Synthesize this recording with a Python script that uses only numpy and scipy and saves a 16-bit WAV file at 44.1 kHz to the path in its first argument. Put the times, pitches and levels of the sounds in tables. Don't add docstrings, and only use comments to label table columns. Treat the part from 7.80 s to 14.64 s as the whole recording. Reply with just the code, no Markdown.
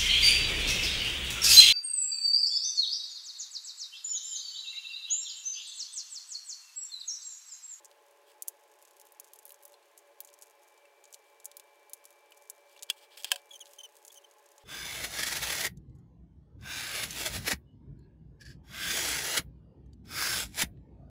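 import sys
import numpy as np
from scipy import signal
from scipy.fft import rfft, irfft
from scipy.io import wavfile

SR = 44100
rng = np.random.default_rng(int(sys.argv[2]) if len(sys.argv) > 2 else 0)


def pcm_store(signal):
    levels = np.round(np.clip(np.atleast_2d(signal), -1, 1) * 32767)
    wavfile.write(sys.argv[1], SR, levels.astype(np.int16).T)


N = 301644

# (s, level dB over 10 ms, body dB under 5 kHz, sparkle dB over 10 kHz)
TICKS = [(0.0468, -53, -8, -6), (0.0554, -53, -16, -21), (0.1141, -62, 17, 0), (0.311, -67.5, -1, 2),
         (0.6231, -37, -9, 3), (0.677, -53, 1, 2), (0.6824, -32, -8.5, 4.5), (1.0255, -58, 2, 6),
         (1.0515, -59, -5, -7), (1.081, -65, -1, -7), (1.11, -62.5, 5, 0), (1.1678, -61, 8, 8),
         (1.1989, -56, 1, 3), (1.2147, -55.5, 2, 3), (1.253, -62, 1, 8), (1.269, -60, 6, 7), (1.3214, -56.5, 5, 14),
         (1.3993, -44, -2.5, 6.5), (1.4445, -57.5, -3, -3), (1.5348, -50, 7.5, 12.5), (1.5595, -57, 3, 8.5),
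         (1.5893, -53.5, -7, -4), (1.629, -64, 7, 8), (1.6543, -47.5, 3, 20), (1.665, -57, 6, 10), (1.6793, -56, -1, 10),
         (1.6936, -53, 2, 9), (1.7057, -52.5, 16, 15), (1.721, -51, -11, 10), (1.7434, -58, -1, -5), (1.8266, -60, 0, 11),
         (1.8344, -57, -1, 12), (1.8533, -49.5, -9, 9), (1.8794, -59, -4, 11), (2.1773, -53.5, -7, -2),
         (2.1895, -60, -8, -4), (2.4046, -40, 8, 16.5), (2.4485, -52, -11, -5), (2.4744, -58.5, -7, -7),
         (2.489, -62, 14, -8), (2.5397, -56.5, -5, -8), (2.6135, -59, -7, -2), (2.623, -49.5, -5.5, -6),
         (2.634, -60, -5, -7), (2.977, -65.5, 4, -14), (3.241, -57.5, 0, -8), (3.2544, -59, -3, -20),
         (3.3277, -53, -10, -6), (3.3387, -54, 4, -15), (3.3441, -47.5, 0.5, -6), (3.601, -59, 4, -7),
         (3.6453, -51, -21, -4), (3.6556, -39, -14, -3.5), (3.7155, -55, 9, -8), (3.769, -45, 3.5, 10),
         (3.7978, -51, 9, 2), (4.0968, -56, 3, 10), (4.1342, -39.5, -4.5, 4.5), (4.2419, -61, 4, 0), (4.254, -51, -5, 0),
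         (4.3057, -60, 7, 6), (4.5074, -65, 8, 14), (4.5744, -60, -7, -3), (4.6994, -40.5, -11, 0),
         (4.9768, -61, 23, -6), (4.9929, -58, 16, -16), (5.0249, -45, 3.5, -9), (5.0313, -41.5, 1, -5),
         (5.4238, -55.5, 11, 4), (5.435, -50, 11, -2), (5.454, -49, 24, -6), (5.857, -56, 7, -12), (5.8686, -59, 17, -1),
         (5.935, -55.5, 7, 0), (6.1678, -58, 4, 0), (6.2503, -52.5, -5, -6), (6.267, -59.5, -8, 10),
         (6.2805, -50, -8, -6), (6.3193, -60, 2, 4), (6.512, -62, -2.5, -14), (6.663, -64.5, -7, -24),
         (6.7809, -58, -2.5, -15)]
TICK_COLOUR = [(300, -24), (1500, -25.5), (3000, -8), (4500, -4.5), (5600, -3), (6700, 3.5), (8500, -1), (9300, -0.5), (11000, 1.5), (13000, -3), (15500, -5)]  # (Hz, dB)
# (s, level dB over 10 ms, pitch of the trapped air Hz, its ring dB, low thud dB)
PATS = [(0.517, -62.5, 2700, -10, 9), (1.9405, -57, 4230, -1, 19), (2.027, -67, 4300, -3, 5), (3.054, -62, 2680, 0, 9), (4.5205, -54.5, 3000, -2, 8), (4.964, -58, 2850, -2, 10),
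        (5.1004, -25, 3396, -3.5, -14), (5.4446, -32, 3250, -7.5, -0.5), (5.4530, -54, 3230, -1.5, 0.5), (5.5173, -21, 3180, -7.5, 2.5), (5.5590, -40, 3220, -9, 6.5)]
PAT_COLOUR = [(200, -29), (340, -38.5), (480, -11.5), (600, -13.5), (1020, -2), (1280, -19.5), (1620, 3), (2050, -11.5), (2700, 8), (4000, -1), (4900, 3), (6000, -5), (7800, 2), (12500, -8.5)]  # (Hz, dB)
# (Hz, dB, t60 s)
TABLE = [(510, -16, 0.12), (562, 0.5, .22), (650, -2, .1), (730, 4, 0.16), (1010, 1, .07), (1540, -6, 0.064), (3400, -8, .09)]
LANDINGS = [(1.942, -66), (5.518, -44.5)]  # (s, dB)
# (s, pitch Hz, level dB, second partial against the first dB)
SQUEAKS = [
    [(5.707, 3360, -52, -15), (5.715, 3350, -45.5, -12), (5.73, 3310, -64, 0)],
    [(5.734, 3180, -53, -3), (5.742, 3380, -49, -4), (5.748, 3060, -50, -8)],
    [(5.752, 3210, -56, -3), (5.76, 3140, -48, 0.5), (5.77, 3020, -59, -3)],
    [(5.802, 3210, -54, -7), (5.812, 3380, -48.5, 4), (5.832, 2780, -53.5, -12), (5.834, 2761, -60, -10)],
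    [(5.985, 3100, -57, -1), (5.991, 3110, -45.5, 0), (5.998, 3059, -56, -6)],
    [(6.001, 3064, -51, -7), (6.009, 3040, -46, -11), (6.016, 3030, -53, -2)],
    [(6.032, 3130, -51, 7), (6.046, 3100, -47.5, -9.5), (6.056, 3040, -48.5, -5), (6.069, 2859, -62, -5)],
    [(6.3, 3300, -68, -12), (6.306, 3370, -53, -16), (6.312, 3470, -63, -16)],
    [(6.356, 3150, -67, -2), (6.362, 3060, -57, 1), (6.368, 3090, -62, -5)],
    [(6.373, 3200, -55, 3), (6.381, 3100, -58, 4.5), (6.39, 3000, -58, -13)],
    [(6.439, 3180, -66, -4), (6.447, 3080, -52, -6.5), (6.454, 3020, -59, -11)],
]
# (s, level dB)
RUB = [(4.85, -79), (4.996, -56), (5.014, -95), (5.024, -46), (5.076, -93), (5.102, -43), (5.142, -71.5),
       (5.438, -52), (5.444, -21), (5.498, -58), (5.518, -22), (5.534, -49), (5.556, -43), (5.62, -89)]
RUB_COLOUR = [(700, -18), (1300, -20), (1650, -8), (2100, -12), (2800, -4.5), (3250, 0.5), (3800, -7), (4900, -5.5), (6200, -16), (8000, -9), (11000, -16.5), (15500, -15)]  # (Hz, dB)
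# (s, level dB)
PEEL = [(0, -74.5), (.55, -75), (.85, -71.5), (1.05, -69), (1.3, -68), (1.5, -69), (1.7, -68.5), (1.88, -61.5), (2.0, -75), (2.15, -72), (2.35, -78), (2.47, -69), (2.68, -60), (2.76, -71), (2.85, -67), (3.05, -82), (3.3, -72), (3.95, -77.5), (4.3, -71), (4.42, -68.5), (4.6, -68), (4.8, -72.5), (5.6, -72.5), (5.75, -60), (5.95, -65.5), (6.1, -69), (6.35, -60), (6.47, -75), (6.7, -61), (6.84, -81.5)]
# (Hz, dB)
AIR = [(30, -0.5), (150, 1), (335, 3.5), (460, 12), (505, -0.5), (760, 3), (1100, 3.5), (1240, -3), (2600, -2.5), (4500, -9.5), (9000, -13.5), (16000, -17)]
AIR_DB = -64.5
# (Hz, width Hz, level dB)
FAN = [(572.2, 15.3, -68.5), (687, 28, -79), (849, 17, -70.5), (1040, 28, -77), (1660, 91, -78.5)]
# (s, level dB)
WHINE, WHINE_HZ = [(0, -87), (1.9, -83.5), (2.7, -76.5), (2.95, -73), (3.8, -72), (5.5, -70.5), (5.74, -70.5), (5.79, -100)], 2332
EDGE_HZ = 16100
# (delay s, dB)
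ECHOES = [(.0032, -11.5), (.0042, -15.5), (.0055, -16.5)]
# (s, length s, level dB, sparkle dB over 6 kHz)
RUBS = [(0.461, 0.067, -67, 3), (3.3, 0.073, -71, 6), (3.431, 0.1, -74.5, 5), (4.861, .13, -69.5, 0), (5.088, 0.029, -51.5, -7), (5.114, 0.034, -67, 1), (5.161, 0.042, -62, 2.5), (5.202, 0.063, -62, -0.5), (5.305, 0.062, -61, -6),
        (5.37, 0.019, -48, 2), (5.384, 0.036, -52, 3.5), (5.455, 0.047, -52, -4.5), (5.503, .022, -47.5, -4), (5.522, 0.03, -48, -1.5), (5.562, 0.042, -62.5, 1), (5.851, 0.14, -67, 8), (6.119, 0.1, -70, 11), (6.797, 0.043, -69, -4)]
LOW_CUT = [(200, -27.5), (265, -23.5), (305, -13.5), (335, -0.5)]
# (factor on its pitch, dB, t60 s)
POCKET = [(0.99, -2.5, 0.031), (0.821, -12.5, 0.046)]
OVERTONES = [(2, -0.5), (3, -7), (4, -17), (5, -11.5)]  # (multiple, dB)


def gain_of(db):
    return 10 ** (np.asarray(db) / 20)


def evened(x):
    return x / np.sqrt(np.mean(x ** 2) + 1e-20)


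def read(points, hz):
    f, db = np.transpose(points)
    return np.interp(np.log(hz + 1), np.log(f), db)


def follow(curve):
    return gain_of(np.interp(np.arange(N) / SR, *np.transpose(curve)))


def add(mix, s, sound):
    part = mix[max(round(s * SR), 0):][:len(sound)]
    part += sound[:len(part)]


def noise(shape, size=N):
    return evened(irfft(rfft(rng.standard_normal(size)) * shape(np.fft.rfftfreq(size, 1 / SR)), size))


def colour(x, shape, size=2048):
    log_gain = np.log(gain_of(shape(abs(np.fft.fftfreq(size, 1 / SR)))))
    taps = np.fft.ifft(np.exp(np.conj(signal.hilbert(log_gain)))).real
    return signal.fftconvolve(x, taps[:size // 2])[:len(x)]


def snap(scatter_db, t60, echo_db, room_db, room_t60, size=6000):
    t = np.arange(size) / SR
    near, far = rng.standard_normal((2, size)) * gain_of(-60 * t / np.array([[t60], [room_t60]]))
    x = gain_of(scatter_db) * near / np.linalg.norm(near) + gain_of(room_db) * far / np.linalg.norm(far)
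    x[0] = 1
    for delay, db in ECHOES:
        add(x, delay, gain_of([db + echo_db]))
    return x


def ticks(level_db=1):
    out = np.zeros(N)
    for s, db, body_db, sparkle_db in TICKS:
        x = snap(scatter_db=0.5, t60=0.03, echo_db=-0.5, room_db=-23, room_t60=.14)
        sparkle = lambda f: sparkle_db * (shelf(f, 9900) - .5 * shelf(f, 17000))
        x = colour(x, lambda f: read(TICK_COLOUR, f) + body_db * (1 - shelf(f, 5000)) + sparkle(f))
        add(out, s, at_level(x, db + level_db))
    return out


def pats(level_db=0):
    out = np.zeros(N)
    for s, db, hz, ring_db, thud_db in PATS:
        x = snap(scatter_db=7.5, t60=0.022, echo_db=-13, room_db=-19, room_t60=.14)
        x = colour(x, lambda f: read(PAT_COLOUR, f) + thud_db * (1 - shelf(f, 1100)))
        t = np.arange(len(x)) / SR
        ring = sum(gain_of(mode_db - 60 * t / t60) * np.sin(2 * np.pi * hz * factor * t) for factor, mode_db, t60 in POCKET)
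        add(out, s, at_level(x + .5 * gain_of(ring_db) * ring, db + level_db))
    return out


def knock():
    out, t = np.zeros(N), np.arange(SR // 2) / SR
    ring = sum(gain_of(db - 60 * t / t60) * np.sin(2 * np.pi * hz * t) for hz, db, t60 in TABLE)
    for s, db in LANDINGS:
        add(out, s, gain_of(db) * ring * (1 - np.exp(-t / 0.0042)))
    return out


def squeaks(level_db=0, shimmer_db=1.3, scrape_db=-20):
    out, jitter = np.zeros(N), .022
    for rows in SQUEAKS:
        s, *columns = np.transpose(rows)
        t = np.arange(s[0] - .001, s[-1] + 0.0012, 1 / SR)
        hz, db, bite_db = (np.interp(t, s, c) for c in columns)
        waver, grip = (noise(lambda f: 1 / (1 + (f / 900) ** 2), size=len(t)) for _ in range(2))
        phase = 2 * np.pi * np.cumsum(hz * (1 + jitter * waver)) / SR
        tone = np.sin(phase) + sum(gain_of(bite_db + partial_db) * np.sin(round(k) * phase) for k, partial_db in OVERTONES)
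        scrape = evened(colour(grains(per_s=1000, spread_db=7.5, size=len(t)), lambda f: read(TICK_COLOUR, f)))
        swell = gain_of(level_db + db + shimmer_db * grip) * signal.windows.tukey(len(t), .3)
        add(out, t[0], swell * (np.sqrt(2) * tone + gain_of(scrape_db) * scrape))
    return out


def grains(per_s, spread_db, size=N):
    return (rng.random(size) < per_s / SR) * rng.choice([-1, 1], size) * gain_of(spread_db * np.minimum(rng.exponential(1, size), 3))


def rub(level_db=-2, most_db=-50):
    slips = colour(grains(per_s=6000, spread_db=3.5), lambda f: read(RUB_COLOUR, f))
    return gain_of(level_db) * np.minimum(follow(RUB), gain_of(most_db)) * evened(slips)


def peel(level_db=-2):
    spread = snap(scatter_db=0, t60=0.012, echo_db=-2, room_db=-12, room_t60=.14)
    pops = grains(per_s=130, spread_db=4.5)
    crackle = signal.fftconvolve(pops, spread)[:N]
    return gain_of(level_db) * follow(PEEL) * evened(colour(crackle, lambda f: read(TICK_COLOUR, f)))


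def room(air_db=-1.0):
    air = gain_of(AIR_DB + air_db) * noise(lambda f: gain_of(read(AIR, f)))
    fan = sum(gain_of(db) * noise(lambda f: 1 / (1 + ((f - hz) / width) ** 2)) for hz, width, db in FAN)
    whine = np.sqrt(2) * follow(WHINE) * np.sin(2 * np.pi * WHINE_HZ * np.arange(N) / SR)
    return air + fan + whine


def at_level(x, db):
    return gain_of(db) * x / np.sqrt(np.sum(x ** 2) / (SR * .01))


def shelf(f, hz):
    return 1 - 1 / (1 + (f / hz) ** 8)


def rubs():
    out = np.zeros(N)
    for s, length, db, sparkle_db in RUBS:
        u = np.linspace(0, 1, round(length * SR))
        slips = colour(grains(per_s=5000, spread_db=2.5, size=len(u)), lambda f: read(RUB_COLOUR, f) + sparkle_db * shelf(f, 6000))
        add(out, s, gain_of(db) * evened(slips * abs(np.sin(np.pi * u ** 0.98)) ** 0.57))
    return out


def scene():
    return (ticks() + pats() + knock() + squeaks() + rubs() + peel() + room())[None]


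def record(dry):
    thin = colour(dry[0], lambda f: read(LOW_CUT, f), size=8192)
    return signal.oaconvolve(thin, signal.firwin(201, EDGE_HZ, window=("kaiser", 8), fs=SR), "same")[None]


dry = scene()
out = record(dry)
pcm_store(out)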